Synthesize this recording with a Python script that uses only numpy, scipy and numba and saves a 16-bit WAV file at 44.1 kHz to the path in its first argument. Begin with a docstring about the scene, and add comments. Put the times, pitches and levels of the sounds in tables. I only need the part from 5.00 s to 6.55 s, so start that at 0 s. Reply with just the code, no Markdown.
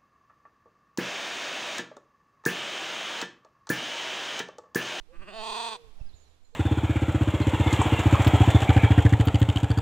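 """A sheep bleats once, close by, in a fenced pasture: three low grunts through a nearly shut mouth,
then a harsh, fast-quavering "baa" that stops abruptly. Pulses from its vocal folds and rough breath
make its throat ring, and the sound brightens as the mouth opens. Far off, a dove coos and small
birds chirp in gliding whistles. Light wind nudges the microphone, a hoof scuffs the grass,
and a faint low drone swells under the hush of the countryside."""
import sys
import numpy as np
from scipy import signal
from scipy.fft import rfft, irfft
from scipy.io import wavfile
from scipy.ndimage import uniform_filter1d
from numba import njit

SR = 44100
rng = np.random.default_rng(int(sys.argv[2]) if len(sys.argv) > 2 else 0)


def store_pcm(level_fs):
    """Save levels as 16-bit WAV."""
    pcm = np.round(np.clip(level_fs, -1, 1) * 32767).astype(np.int16)
    wavfile.write(sys.argv[1], SR, np.atleast_2d(pcm).T)


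N = 68355
T = np.arange(N) / SR

# tone of the far hush: f/Hz, relative level/dB
HUSH_SPECTRUM = [(59, -78), (100, 3), (169, -2.5), (241, -7.5), (407, -3.5), (594, -6), (718, -4.5),
                 (1660, -14), (3530, -13), (10700, -26.5), (15000, -31.5)]
# rise and fall of the hush: t/s, relative level/dB
HUSH_SWELL = [(0, 9), (.8, 15), (1.1, 13), (1.3, 11), (1.55, 6)]
# gusts on the microphone: t/s, relative level/dB
GUSTS = [(0, -44), (.06, -63), (.12, -48.5), (.2, -42), (.3, -50.5), (.55, -54.5), (.78, -66), (.85, -45),
         (.92, -50.5), (.97, -52), (1.02, -44.5), (1.08, -43.5), (1.17, -55), (1.25, -66.5), (1.42, -57.5),
         (1.55, -59.5)]
# tone of the wind: f/Hz, relative level/dB
WIND_SPECTRUM = [(10, 4.5), (30, -16.5), (70, -19), (120, -39.5), (250, -31), (600, -79)]
# the dove's notes: start t/s, length/s, first f/Hz, last f/Hz, level/dB
DOVE_NOTES = [(0.079, 0.084, 436, 548, -59), (0.617, 0.31, 485.4, 410, -58), (1.52, 0.09, 443, 497, -58.5)]
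# the sheep's pitch and effort: t/s, f/Hz, relative level/dB
PITCH_AND_EFFORT = [(.118, 159.3, -40.5), (.134, 164.9, -20.5), (.164, 176.7, -15), (.182, 164.3, -25),
                    (.224, 199, -8.5), (.252, 168.3, -18), (.286, 213.3, -6.5), (.318, 183.5, -14),
                    (.344, 221.7, -10), (.40, 216.2, -5.5), (.43, 220.6, -5), (.545, 217.1, -4.5),
                    (.575, 229.4, -4), (.665, 230.4, -4), (.695, 220.1, -6), (.738, 214.8, -7.5),
                    (.76, 190.6, -14), (.774, 185.3, -32), (.79, 191.1, -58)]
# the sheep's mouth and the roughness of its voice: t/s, opening/0-1, rasp/0-1
OPENING_AND_RASP = [(.13, 0, 1), (.26, 0.18, 1), (.30, 0.29, 1), (.35, .48, 0.7), (.39, 0.49, 0.42),
                    (.44, 0.75, 0.93), (.52, 0.89, 0.96), (.59, 0.88, 1), (.76, 0.91, 0.83)]
# resonances (ringing pitches) of throat and mouth: f/Hz with the mouth shut, half open, open;
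# width/Hz; relative level/dB shut, half open, open; left minus right/dB
RESONANCES = [(180.4, 200, 191, 34, -28, -25, -30.5, -6), (304, 393, 416, 48, -20, -23.5, -19, -6),
              (567, 719, 739.5, 64, -35, -8, -16, -4), (613, 860, 997, 109, -37.5, -21.5, -6, -5),
              (1160, 1110, 1048, 107, -26, -23, -9.5, -10), (1600, 1465, 1445, 100, -25.5, -29, -26, -1),
              (1980, 1830, 1943, 310, -30, -26.5, -29.5, 0.5), (2403, 2590, 2480, 297, -31, -28.5, -23, -2),
              (2524, 3110, 3505, 403, -37, -23, -11.5, 1), (3000, 3764, 4080, 290, -40, -21, -20, -8),
              (4300, 4335, 4450, 430, -51.5, -25.5, -26, -14.5),
              (4500, 5220, 5230, 430, -67, -29.5, -27, -0.5),
              (6900, 7090, 6590, 830, -53, -30, -22.5, -5.5), (8000, 7930, 8190, 970, -48, -41, -25, 5),
              (10400, 8800, 12300, 6400, -67, -45.5, -38, 20)]
# how far the nose is open to the throat: t/s, share/0-1
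NOSE_OPENING = [(.39, 0), (.44, 1), (.5, 1), (.58, 0)]
# the bleat's bounce off the ground, left row then right row: delay/s, relative level/dB
GROUND_BOUNCE = [(.0021, -19), (.0033, -19)]
# the small birds' notes: start t/s, length/s, first f/Hz, last f/Hz, relative level/dB
BIRD_NOTES = [(0.987, 0.034, 5830, 5030, -79), (0.997, 0.025, 2780, 2660, -69.5),
              (1.06, .022, 5200, 4800, -70.5), (1.062, 0.029, 1680, 1690, -69),
              (1.09, 0.0122, 4740, 3645, -62), (1.127, 0.022, 3375, 4620, -62.5),
              (1.141, 0.07, 7320, 6340, -67), (1.188, 0.066, 7380, 6770, -73),
              (1.206, 0.16, 4710, 3270, -77.5), (1.211, .1, 6380, 5550, -84), (1.27, .1, 7370, 6770, -82.5),
              (1.418, 0.13, 7500, 6160, -79), (1.437, 0.04, 4330, 4110, -76.5),
              (1.465, 0.11, 7880, 7260, -82.5), (1.533, .025, 4300, 4260, -76)]
# harder puffs of wind: t/s, width/s, relative level/dB
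PUFFS = [(1.0141, 0.0032, -37), (1.065, 0.0081, -54), (1.146, 0.0032, -50)]
# rise and fall of the low drone: t/s, level/dB
DRONE_SWELL = [(1.05, -85), (1.14, -65), (1.25, -63), (1.4, -72), (1.55, -73)]


def from_db(db):
    """Turn decibels into a gain to multiply by."""
    return 10 ** (np.asarray(db) / 20)


def unit_power(x):
    """Scale a sound to an average power of 1."""
    return x / np.sqrt(np.mean(x ** 2) + 1e-20)


def curves(rows):
    """Join a table's points in time, giving each column a value at every sample."""
    times, *columns = np.transpose(rows)
    return [np.interp(T, times, column) for column in columns]


def pan(db):
    """Left and right gains that differ by db; negative is to the right."""
    return from_db(np.array([[db], [-db]]) / 2)


def keep_band(x, hz, kind, order=2):
    """Keep what is below ("low") or above ("high") a frequency."""
    return signal.sosfilt(signal.butter(order, hz, kind, fs=SR, output="sos"), x)


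def delayed(x, delay_s):
    """The same sound a little later."""
    return np.interp(T - delay_s, T, x, left=0)


def drift(hz):
    """A random wobble of typical size 1, mostly slower than hz."""
    return unit_power(keep_band(rng.standard_normal(2 * N), hz, "low")[N:])


def stereo_noise(shared):
    """White noise, with a share of its power common to both sides."""
    white = rng.standard_normal((3, N))
    return np.sqrt(shared) * white[2] + np.sqrt(1 - shared) * white[:2]


def coloured(noise, spectrum):
    """Give a noise the tone in a table, at a power of 1."""
    hz, db = np.transpose(spectrum)
    f = np.maximum(np.fft.rfftfreq(N, 1 / SR), 1)
    gain = from_db(np.interp(np.log(f), np.log(hz), db))
    return unit_power(irfft(rfft(noise) * gain, N))


def countryside(level_db=-78.5):
    """A far, even hush that swells and sinks."""
    swell_db, = curves(HUSH_SWELL)
    return from_db(level_db + swell_db) * pan(-5.5) * coloured(stereo_noise(shared=0.1), HUSH_SPECTRUM)


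def wind(level_db=-1, fade_in_s=.012):
    """Gusts rumble on the microphone, mostly on the right; harder puffs push, then pull."""
    gust_db, = curves(GUSTS)
    rumble = from_db(level_db + gust_db) * coloured(stereo_noise(shared=0.3), WIND_SPECTRUM)
    puffs = 0
    for time_s, width_s, db in PUFFS:
        u = (T - time_s) / width_s
        push_pull = -2 * u / (1 + u * u)
        fade = np.exp(-np.abs(u) / np.where(u < 0, 2.5, 8))   # quick to come, slower to go
        puffs = puffs + from_db(db) * push_pull * fade
    return pan(-17.5) * np.minimum(T / fade_in_s, 1) * (rumble + puffs)


def whistle(start_s, length_s, from_hz, to_hz, db, bend_hz, warble):
    """One gliding bird note that swells and fades, its pitch bent in the middle."""
    progress = np.clip((T - start_s) / length_s, 0, 1)
    arch = np.sin(np.pi * progress)
    glide_hz = from_hz + (to_hz - from_hz) * progress + bend_hz * arch
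    hz = glide_hz * (1 + warble * drift(159))
    return np.sqrt(2) * from_db(db) * arch * np.sin(2 * np.pi * np.cumsum(hz) / SR)


def dove():
    """A distant dove coos in soft, low, arching notes."""
    return pan(-7.5) * sum(whistle(*note, bend_hz=30.6, warble=0.0077) for note in DOVE_NOTES)


def vocal_folds(pitch_hz, rasp, quaver_hz=29.35, depth_hz=8.6, jitter_s=.000023, shimmer_db=1.4):
    """The folds chop the breath into quavering, slightly uneven pulses and bursts of airflow."""
    start_s, crest_s, end_s, fade_s = .405, .432, .73, .0535   # timing of the quaver
    quavering = np.clip(np.minimum(T - start_s, end_s - T) / fade_s, 0, 1)
    quaver = quavering * np.cos(2 * np.pi * quaver_hz * (T - crest_s))
    hz = pitch_hz + depth_hz * quaver + 2.8 * drift(38.4)
    phase = 2 * np.pi * (np.cumsum(hz) / SR + hz * jitter_s * rasp * drift(124))
    pulses = sum(np.cos(k * phase) for k in range(1, 66)) * np.sqrt(4 * hz / SR)
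    pulses *= from_db(0.5 * quaver + shimmer_db * rasp * drift(64))
    airflow = rasp * unit_power(np.exp(0.067 * np.cos(phase)))   # a little stronger at each pulse
    return keep_band(pulses, 3030, "low", order=1), airflow


@njit
def resonate(x, angle, r):
    """Ring at a moving pitch (angle, in radians a sample); r nearer 1 rings longer."""
    y = np.zeros(len(x))
    for i in range(2, len(x)):
        drive = (1 - r * r) / 2 * (x[i] - x[i - 2])
        y[i] = drive + 2 * r * np.cos(angle[i]) * y[i - 1] - r * r * y[i - 2]
    return y


def cavity(x, hz, r, twice_above_hz=2200):
    """One throat resonance; high ones ring twice, which deepens the gaps between them."""
    angle = 2 * np.pi * hz / SR
    once = resonate(x, angle, r)
    return resonate(once, angle, r) if hz.max() > twice_above_hz else once


def evened(noise, window_s=0.00044):
    """Hold a noise's power steady from cycle to cycle."""
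    return noise / np.sqrt(uniform_filter1d(noise * noise, int(window_s * SR)) + 1e-12)


def throat(pulses, airflow, opening, hiss_db=-14):
    """Pulses and rough breath ring the throat; opening the mouth retunes it and lets the treble out."""
    voice = 0
    for k, row in enumerate(RESONANCES):
        centres_hz, width_hz, levels_db, pan_db = row[:3], row[3], row[4:7], row[7]
        hz = np.interp(opening, [0, .5, 1], centres_hz)
        db = np.interp(opening, [0, .5, 1], levels_db)
        r = np.exp(-np.pi * width_hz / SR)
        breath = np.array([evened(cavity(side, hz, r)) for side in stereo_noise(shared=0.38)])
        hiss = from_db(hiss_db) * np.sqrt(1 - r) * keep_band(airflow * breath, 1100, "high")
        left, right = cavity(pulses, hz, r) + hiss
        lag_s = 1 / (2 * np.pi * centres_hz[-1])   # the sheep is a little nearer the left side
        ringing = np.array([left, delayed(right, lag_s)])
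        voice = voice + (-1) ** k * pan(pan_db) * from_db(db) * ringing   # neighbours flip sign
    return voice


def nose(x, hz=1540, width_hz=300):
    """The nose swallows one band of the voice while it is open to the throat."""
    share, = curves(NOSE_OPENING)
    swallowed = signal.lfilter(*signal.iirpeak(hz, hz / width_hz, fs=SR), x)
    return x - share * swallowed


def smeared(x, longest_s=0.0063, above_hz=2100, spacing_hz=227.8, ripple_db=5):
    """The treble arrives by many short paths, so its delay and level vary with frequency."""
    f = np.fft.rfftfreq(N, 1 / SR)
    points_hz = np.arange(400) * spacing_hz
    treble = 1 / (1 + (above_hz / np.maximum(f, 1)) ** 8)
    delay_s = longest_s * treble * np.interp(f, points_hz, rng.random(len(points_hz)))
    db = ripple_db * treble * np.interp(f, points_hz, rng.standard_normal(len(points_hz)))
    phase = 2 * np.pi * np.cumsum(delay_s) * f[1]
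    return irfft(rfft(x) * from_db(db) * np.exp(-1j * phase), N)


def sheep(stop_s=.79, fade_s=.012, top_hz=9240):
    """The bleat passes from the folds through throat and nose, and also bounces off the ground."""
    pitch_hz, effort_db = curves(PITCH_AND_EFFORT)
    opening, rasp = curves(OPENING_AND_RASP)
    pulses, airflow = vocal_folds(pitch_hz, rasp)
    voice = nose(throat(pulses, airflow, opening))
    voice *= from_db(effort_db) * np.clip((stop_s - T) / fade_s, 0, 1)
    voice = smeared(keep_band(voice, top_hz, "low", order=4))
    bounce = [from_db(db) * delayed(side, delay_s) for side, (delay_s, db) in zip(voice, GROUND_BOUNCE)]
    return voice + np.array(bounce)


def pasture_echo(x, db, decay_s=0.85, low_hz=1630, top_hz=4450):
    """The surroundings scatter a faint echo, different on each side."""
    tail = keep_band(rng.standard_normal((2, N)), top_hz, "low")
    tail *= from_db(-60 * T / decay_s) * (T > .01)
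    tail /= np.sqrt(np.sum(tail ** 2) / 2)
    treble = keep_band(x, low_hz, "high", order=1)
    return from_db(db) * signal.fftconvolve(treble, tail, axes=1)[:, :N]


def leaves(x, blur_s=.012, blur_db=-3, level_db=-3, flicker_db=2.5):
    """Leaves and walls blur a distant call and make it flicker."""
    scatter = rng.standard_normal((2, N)) * np.exp(-T / blur_s)
    scatter /= np.sqrt(np.sum(scatter ** 2) / 2)
    blurred = signal.fftconvolve(x, scatter, axes=1)[:, :N]
    return from_db(level_db + flicker_db * drift(51)) * (x + from_db(blur_db) * blurred)


def small_birds():
    """Thin chirps come through the leaves on the right, with an echo."""
    chirps = pan(-15) * sum(whistle(*note, bend_hz=-69, warble=.009) for note in BIRD_NOTES)
    return leaves(chirps) + pasture_echo(chirps, db=-10)


def hoof(time_s=1.003, width_s=0.011, hz=686, level_db=-61.5):
    """A hoof lands softly in the grass with a short, dull scuff."""
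    dull = keep_band(stereo_noise(shared=0.33), hz, "low", order=4)
    scuff = unit_power(keep_band(dull, hz, "high", order=4))
    return from_db(level_db) * np.exp(-((T - time_s) / width_s) ** 2 / 2) * scuff


def drone(centre_hz=73.5, waver_hz=3.35):
    """A faint, wavering low tone that swells after the bleat."""
    db, = curves(DRONE_SWELL)
    hz = centre_hz + waver_hz * drift(9.2)
    return pan(-3) * np.sqrt(2) * from_db(db) * np.sin(2 * np.pi * np.cumsum(hz) / SR)


def scene():
    """The sheep in front, with birds, wind and quiet countryside around it."""
    bleat = sheep()
    hush = countryside()
    echo = pasture_echo(bleat, db=-28)
    return bleat + echo + hush + hoof() + dove() + small_birds() + wind() + drone()


def record(dry, cutoff_hz=15400):
    """Cut the highest treble steeply."""
    return signal.sosfilt(signal.cheby2(12, 70, cutoff_hz, fs=SR, output="sos"), dry)


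dry = scene()
out = record(dry)
store_pcm(out)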